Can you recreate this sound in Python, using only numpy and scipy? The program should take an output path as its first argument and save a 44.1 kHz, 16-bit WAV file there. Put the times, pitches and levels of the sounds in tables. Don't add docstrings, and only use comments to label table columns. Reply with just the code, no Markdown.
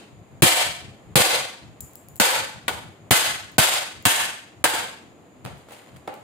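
import sys
import numpy as np
from scipy import signal
from scipy.fft import rfft, irfft
from scipy.io import wavfile
from scipy.ndimage import uniform_filter1d, map_coordinates

SR = 44100
rng = np.random.default_rng(int(sys.argv[2]) if len(sys.argv) > 2 else 0)


def dump(signal):
    limited = np.clip(np.atleast_2d(signal).T, -1, 1)
    pcm = np.round(limited * 32767).astype(np.int16)
    wavfile.write(sys.argv[1], SR, pcm)


def field_ratio(decibels):
    return 10 ** (np.asarray(decibels, dtype=float) / 20)


N = 275079

# frequency in Hz, level in dB per Hz.
AIR_SPECTRUM = [(24, -42.5), (40, -11.5), (87, 1), (317, -4.5), (522, -8.5), (704, -5.5), (926, -13.5),
                (1080, -11.5), (1490, -18), (2220, -18.5), (3840, -27), (6160, -35), (6980, -24.5),
                (7910, -31), (15500, -38)]
# frequency in Hz, left-right likeness (-1 to 1).
AIR_LIKENESS = [(60, 0.92), (180, 0.94), (550, 0.67), (1650, 0.095), (4970, 0.16), (15000, -0.42)]
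# centre in seconds, level in dB, half length in seconds.
SEAT_SHIFTS = [(.13, -49, 0.028), (.2, -48.5, .035), (.36, -52, .07), (.53, -44, .04), (.69, -41.5, 0.049),
               (.86, -46.5, 0.078), (1.122, -45.5, 0.058), (1.35, -50, 0.073), (1.67, -49, 0.058),
               (1.834, -46.5, 0.033), (2.15, -50, .04), (2.406, -45, .045), (2.572, -44.5, 0.023),
               (2.655, -49, .025), (2.745, -45, .035), (2.88, -45.5, 0.036), (3.043, -51, .04),
               (3.286, -51, 0.11), (3.44, -49.5, .025), (3.555, -53, .035), (3.97, -51, .035),
               (4.2, -57, .05), (4.6, -49, 0.041), (5.523, -44, 0.066), (5.96, -53, .05)]
# frequency in Hz, t60 in seconds.
ROOM_T60 = [(150, 0.37), (500, 0.49), (2000, 0.54), (6000, 0.51), (12000, 0.39), (16000, 0.37)]
# frequency in Hz, left-right likeness (-1 to 1).
ECHO_LIKENESS = [(100, .7), (500, 0.317), (1200, 0.021), (10000, 0.0088)]
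# frequency in Hz, level over neighbours in dB.
STANDING_NOTES = [(318, 5), (480, 3), (577, 4), (632, 4), (668, 3), (733, 5), (824, 3), (868, 3), (908, 5),
                  (946, 4), (1096, 4), (1340, 3), (1540, 4), (1685, 4)]
# frequency in Hz, left-right difference in dB.
PORT_LEAN = [(100, 3.5), (500, -0.4), (2000, 0.7), (5000, 2.5), (9000, -2.5), (14000, 5.5)]
# start in seconds, level in dB, length in seconds.
TOOL_LAID = (5.447, -34.5, .03)
# start in seconds, peak in dB, crack t60 in seconds,
# treble tilt in dB per octave, room answer in dB.
HANDLING_KNOCKS = [(5.446, -36, .006, 1, -20), (5.4505, -20, .008, -1.5, -26), (5.461, -25, .015, -5, -11),
                   (5.572, -40, 0.0087, 1, -14), (5.686, -46, .05, 0.2, -5), (5.707, -40, .03, -1, -7),
                   (5.721, -39, .04, 1.2, -6), (5.965, -49, .04, 2, -9), (6.0761, -18, 0.013, -6.5, -14.5),
                   (6.0795, -21, .012, -7, -15.5), (6.083, -26.5, .012, -7, -16),
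                   (6.14, -39.5, .012, 2, -14)]
# loudest time in seconds, level in dB, rise in seconds, fade in dB per second.
SHARD_SLIDES = [
    (5.48, -56, .015, 80),
    (5.735, -45.5, .035, 70),
    (5.96, -58, 0.066, 200),
    (6.077, -46.5, 0.0034, 500),
    (6.11, -61, .015, 60),
]
# frequency in Hz, width in Hz, level in dB.
HELD_MODES = [(574, 66, 1.5), (801, 70, 7), (1310, 100, 0), (2110, 150, -0.5)]
# start in seconds, peak in dB, ring frequency in Hz.
JAW_TICKS = [
    (1.8065, -21.5, 7020),
    (1.8096, -25, 7600),
    (1.9345, -39, 7000),
    (1.9557, -28, 7600),
    (2.086, -32, 7000),
    (2.158, -31, 7700),
    (2.165, -30, 7100),
    (2.1765, -37, 7600),
    (3.5194, -42, 6960),
    (4.0253, -38, 7100),
]
# start in seconds, force in dB before the gain control, thump in dB,
# treble tilt in dB per octave, room answer in dB.
SHELL_BLOWS = [
    (0.4216, 17.5, -13, 1.05, -7),
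    (1.156, 18.5, -18.5, 0.9, -8.5),
    (2.199, 10, -18.5, 0.46, -5.5),
    (2.68, -8, -43, -1.5, -13),
    (3.108, 9, -16, 1.2, -4.5),
    (3.582, 13, -16, 1.2, -6.5),
    (4.053, 12.5, -18, 1.1, -8),
    (4.641, 12, -36, 0.3, -15),
]
# frequency in Hz, width in Hz, level in dB.
SHELL_MODES = [
    [(348, 26, -0.5), (684, 140, -2), (2230, 29, -5), (3075, 70, -1)],
    [(504, 94, 1.5), (750, 160, -1.5), (2180, 110, -9), (3660, 220, -9)],
    [(528, 97, -4.5), (888, 78, 2.5), (1520, 210, -1), (2320, 73, -6)],
    [(900, 180, -2), (1473, 30, 4.5), (3400, 180, -7.5)],
    [(732, 36, -3), (1520, 110, -4.5), (2050, 60, -1), (3040, 57, -8)],
    [(730, 62, 0), (970, 170, -3), (1513, 51, -2), (2250, 68, -9)],
    [(733, 29, -3), (894, 45, 1), (1740, 190, -0.5), (3266, 54, -4)],
    [(923, 60, 1), (1575, 130, -2), (3390, 39, -5)],
]
THUMP_NOTES_HZ = [135, 150, 215, 150, 118, 112, 115, 200]
# frequency in Hz, level in dB per Hz.
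CRACK_SPECTRUM = [(150, -42), (250, -11), (450, -8), (490, -2), (658, -4.5), (717, -2.5), (867, -4),
                  (961, -5.5), (1250, -5.5), (3160, -5.5), (5690, -13), (8470, -9), (15500, -18.5)]
# frequency in Hz, level in dB per Hz.
THUMP_SPECTRUM = [(40, -31.5), (90, 3), (130, -3), (200, 2.5), (350, -6), (700, -15.5), (1400, -40.5),
                  (3000, -91.5)]
# start in seconds, level in dB before the gain control, length in seconds.
LAP_BOUNCES = [
    (.44, -8.5, .008),
    (.45, -10, 0.0054),
    (.461, -10, 0.0084),
    (1.177, -8.5, 0.007),
    (1.2, -7.5, .012),
    (3.596, -11, .008),
]
# start in seconds, level in dB,
# # crack t60 in seconds, tilt in dB per octave, index of the blow followed.
LATE_CONTACTS = [
    (2.686, -20, .13, -3, 3),
    (4.652, -1, .1, -2, 7),
    (4.736, -16, .07, -1.5, 7),
]

TOP_HZ, STEADY_TOP_HZ = 16750, 15600
STANDING_WIDTH_HZ = 18
STILL_DB = -60.5
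ROCK_DB, ROCK_S = -46, .05
RUMBLE_DB, STIRRED_DB, STIRRED_S = -56, 4, .11
KNOCK_THUMP_DB = -32
JAW_PAN_DB, JAW_ECHO_DB = 3.5, -14
THUMP_S, CRACK_T60_S, PIECE_ROOM_DB = .02, .05, -12
KNEE_DB, DUCK_SHARE = -14, .6
HOLD_S, HOLD_S_PER_DB = .098, .0033


def unit(x):
    return x / np.sqrt(np.mean(x ** 2) + 1e-20)


def along(points, hz):
    f, v = np.transpose(points)
    return np.interp(np.log(hz + 1), np.log(f + 1), v)


def curve(rows):
    return np.interp(np.arange(N) / SR, *np.transpose(rows))


def wobble(rate):
    knots = rng.standard_normal(int(N * rate / SR) + 4)
    return map_coordinates(knots, [np.arange(N) * rate / SR])


def noise(size, gain, alike, order=1024):
    hz, t, z = signal.stft(rng.standard_normal((2, size)), SR, nperseg=order)
    turn = np.arccos(np.clip(along(alike, hz), -1, 1))[:, None] / 2
    mid, side = z[0] * np.cos(turn), z[1] * np.sin(turn)
    still = np.sqrt(np.mean(gain(hz[:, None], 0 * t[:1]) ** 2))
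    shaped = np.array([mid + side, mid - side]) * gain(hz[:, None], t) / still
    return signal.istft(shaped, SR, nperseg=order)[1][:, :size]


def add(track, s, sound):
    skip = max(0, -round(s * SR))
    spot = track[:, max(0, round(s * SR)):][:, :sound.shape[1] - skip]
    spot += sound[:, skip:skip + spot.shape[1]]


def peak(hz, centre_hz, width_hz):
    return 1 / (1 + (2 * (hz - centre_hz) / width_hz) ** 2)


def sustained(hz):
    return 1 / (1 + (hz / STEADY_TOP_HZ) ** 200)


def room_tone():
    t = np.arange(N) / SR
    low = lambda hz: 1 / (1 + (hz / 450) ** 4)
    murmur = noise(N, lambda hz, _: peak(hz, 100, 100) * hz / (hz + 40), [(100, 0.51)], order=4096)
    murmur = murmur / np.sqrt(np.abs(uniform_filter1d(murmur ** 2, size=1600)) + .15)

    seat = field_ratio(STILL_DB + 2.5 * wobble(7))
    seat = seat + sum(field_ratio(db) * np.exp(-((t - s) / half_s) ** 2) for s, db, half_s in SEAT_SHIFTS)
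    since = np.maximum(t - np.array(SHELL_BLOWS)[:, :1], 0) / STIRRED_S
    rock = since * STIRRED_S / ROCK_S
    seat = seat + field_ratio(ROCK_DB) * np.max(rock * np.exp(1 - rock), axis=0)
    murmur = unit(murmur) * field_ratio(1.5 * wobble(18) + 2.5) * seat

    stirred_db = STIRRED_DB * np.max(since * np.exp(1 - since), axis=0)
    rumble_gain = lambda hz, _: (field_ratio(along(AIR_SPECTRUM, hz)) * np.sqrt(low(hz))
                                 / (1 + (150 / (hz + 1)) ** 4))
    rumble = noise(N, rumble_gain, AIR_LIKENESS, order=4096)
    rumble = rumble * field_ratio(1.5 * wobble(10) + RUMBLE_DB + stirred_db + 2.0)

    hiss_gain = lambda hz, _: field_ratio(along(AIR_SPECTRUM, hz)) * np.sqrt(1 - low(hz)) * sustained(hz)
    hiss = noise(N, hiss_gain, AIR_LIKENESS)
    port = noise(N, lambda hz, _: peak(hz, 6900, 600), [(7000, .1)]) * field_ratio(-70)
    return murmur + rumble + hiss * field_ratio(.8 * wobble(5) - 55.5) + port


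def thud(db, length_s, lap_hz=118):
    t = np.arange(SR // 5) / SR
    lumps = unit(field_ratio(2.5 * unit(uniform_filter1d(rng.standard_normal(len(t)), size=150))))
    push = noise(len(t), lambda hz, _: field_ratio(along(THUMP_SPECTRUM, hz)), [(100, 0.31), (400, .05)], order=2048)
    push = push * lumps
    push += 1.4 * np.sin(2 * np.pi * lap_hz * t + np.array([[0], [1.4]]))
    return field_ratio(db - 8.8 * (t / max(length_s, .003)) ** 2) * push * (1 - np.exp(-t / 0.00053))


def strike(thump_db, thump_s, crack_t60, tilt_db, modes, room_db, lap_hz=118, size=SR):
    t = np.arange(size) / SR
    short = t[:SR // 5]
    ring = lambda hz: np.sqrt(1 + sum(field_ratio(2 * db + 9.5) * peak(hz, c, w) for c, w, db in modes))
    small = rng.standard_normal(size=200)
    small_hz = np.geomspace(200, 16000, len(small))
    ripple = lambda hz: field_ratio(3.3 * np.interp(hz, small_hz, small) / (1 + hz / 7000))
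    tilted = lambda hz: field_ratio(along(CRACK_SPECTRUM, hz) + tilt_db * np.log2((hz + 200) / 2000))
    colour = lambda hz: tilted(hz) * ring(hz) * ripple(hz)

    splinters = unit(field_ratio(4 * unit(uniform_filter1d(rng.standard_normal(len(short)), size=24))))
    crack = noise(len(short), lambda hz, _: colour(hz), [(300, 1.0), (3000, 0.1)]) * splinters
    crack = crack * field_ratio(-60 * short / max(crack_t60, .003)) * (1 - np.exp(-short / .0003))

    standing_db = lambda hz: sum(db * peak(hz, c, STANDING_WIDTH_HZ) for c, db in STANDING_NOTES)
    dips_db = lambda hz: 1.5 / (1 + (hz / 2000) ** 4) + 2.5 * peak(hz, 620, 350)
    notes = lambda hz: field_ratio(standing_db(hz) - dips_db(hz))
    fading = lambda hz, u: sustained(hz) * notes(hz) * field_ratio(-60 * u / along(ROOM_T60, hz))
    walls = noise(size, lambda hz, u: colour(hz) * fading(hz, u), ECHO_LIKENESS, order=4096)
    walls = field_ratio(room_db) * walls * (1 - np.exp(-t / 0.0051))

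    for c, w, db in modes:
        turn = rng.uniform(0, 2 * np.pi) + rng.normal(0, 0.71, (2, 1))
        decay = np.exp(-np.pi * max(w, 25) * short) * (1 - np.exp(-short / 0.00088))
        crack += field_ratio(db - 9.5) * decay * np.sin(2 * np.pi * c * short + turn)
    thump = thud(thump_db + 6.5, thump_s * np.sqrt(118 / lap_hz), lap_hz)
    add(walls, 0, field_ratio(1.5) * crack + thump)
    return walls


def handling():
    out, t = np.zeros((2, N)), np.arange(N) / SR
    add(out, TOOL_LAID[0], thud(*TOOL_LAID[1:]))
    for s, db, crack_t60, tilt_db, room_db in HANDLING_KNOCKS:
        modes = HELD_MODES if s > 5.6 else []
        knock = strike(KNOCK_THUMP_DB, .03, crack_t60, tilt_db, modes, room_db, size=SR // 2)
        add(out, s, field_ratio(db - 2.5) * knock)
    grit = field_ratio(3.6 * wobble(rate=500) + 2.2 * wobble(rate=90))
    scratch_db = lambda hz: along(CRACK_SPECTRUM, hz) - 3.5 * np.log2(hz / 2000 + .3)
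    shards = unit(grit * noise(N, lambda hz, _: field_ratio(scratch_db(hz)) * sustained(hz), [(1000, 0.21)]))
    motion = sum(field_ratio(db - fade * np.maximum(t - s, 0)) * np.exp(-(np.minimum(t - s, 0) / rise_s) ** 2)
                 for s, db, rise_s, fade in SHARD_SLIDES)
    return out + shards * motion


def jaws():
    out, t = np.zeros((2, N)), np.arange(SR // 3) / SR
    pan = field_ratio([[JAW_PAN_DB / 2], [-JAW_PAN_DB / 2]])
    for s, db, ring_hz in JAW_TICKS:
        bright = lambda hz: np.sqrt(2.5 * peak(hz, ring_hz, 350) + .6 / (1 + (9500 / (hz + 1)) ** 6))
        click = lambda hz, _: bright(hz) + .12 / (1 + (3500 / (hz + 1)) ** 6)
        tick = noise(len(t), click, [(5000, 0.25)]) * field_ratio(-60 * t / 0.0045)
        ring = field_ratio(-24 - 60 * t / .3 + 3 * wobble(rate=80)[:len(t)]) * np.sin(2 * np.pi * ring_hz * t)
        fading = lambda hz, u: bright(hz) * sustained(hz) * field_ratio(-60 * u / along(ROOM_T60, hz))
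        echo = noise(len(t), fading, ECHO_LIKENESS)
        echo = field_ratio(JAW_ECHO_DB) * echo * (1 - np.exp(-t / 0.008))
        add(out, s, field_ratio(db + 1.0) * ((tick + ring) * pan + field_ratio(-10) * echo))
    return out


def blows():
    out = np.zeros((2, N))
    earlier = strike(-20, .03, .03, .1, SHELL_MODES[0], room_db=1.0)
    add(out, -.3, field_ratio(-12.5) * earlier)
    for (s, db, thump_db, tilt_db, room_db), modes, lap_hz in zip(SHELL_BLOWS, SHELL_MODES, THUMP_NOTES_HZ):
        blow = strike(thump_db, THUMP_S, CRACK_T60_S, tilt_db, modes, room_db, lap_hz, size=SR * 4 // 5)
        add(out, s, field_ratio(db - 4.5) * blow)
    for s, db, crack_t60, tilt_db, index in LATE_CONTACTS:
        modes = SHELL_MODES[round(index)]
        piece = strike(-40, THUMP_S, crack_t60, tilt_db, modes, PIECE_ROOM_DB, size=SR // 2)
        add(out, s, field_ratio(db) * piece)
    for s, db, length_s in LAP_BOUNCES:
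        add(out, s, thud(db, length_s))
    return out


def scene():
    return blows() + handling() + jaws() + room_tone()


def gain_control():
    knots = [(0, 0)]
    for s, db, _, _, room_db in SHELL_BLOWS:
        duck_db = DUCK_SHARE * max(db - KNEE_DB, 0)
        held = max(HOLD_S + HOLD_S_PER_DB * (db + room_db), .045)
        knots += [(s - .012, 0), (s - .004, -duck_db), (s + 0.041, -.75 * duck_db),
                  (s + held, -.55 * duck_db), (s + held + 0.058, -.08 * duck_db), (s + held + 0.35, 0)]
    return field_ratio(curve(knots))


def low_pass(x):
    return signal.sosfilt(signal.butter(12, 16780, fs=SR, output="sos"), x)


def record(dry):
    hz = np.fft.rfftfreq(N, 1 / SR)
    lean = field_ratio(along(PORT_LEAN, hz) / 2 * np.array([[1], [-1]]))
    bass_cut = (1j * hz / (50 + 1j * hz)) ** 3
    notch = field_ratio(-5 * peak(hz, 5710, 600))
    band_limit = field_ratio(-60 / (1 + np.exp((TOP_HZ - hz) / 90)))
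    x = dry * gain_control()
    x = x / (1 + np.abs(x / .76) ** 6) ** (1 / 6)
    x = irfft(rfft(x) * lean * bass_cut * notch * band_limit, N)
    return low_pass(x)


dry = scene()
out = record(dry)
dump(out)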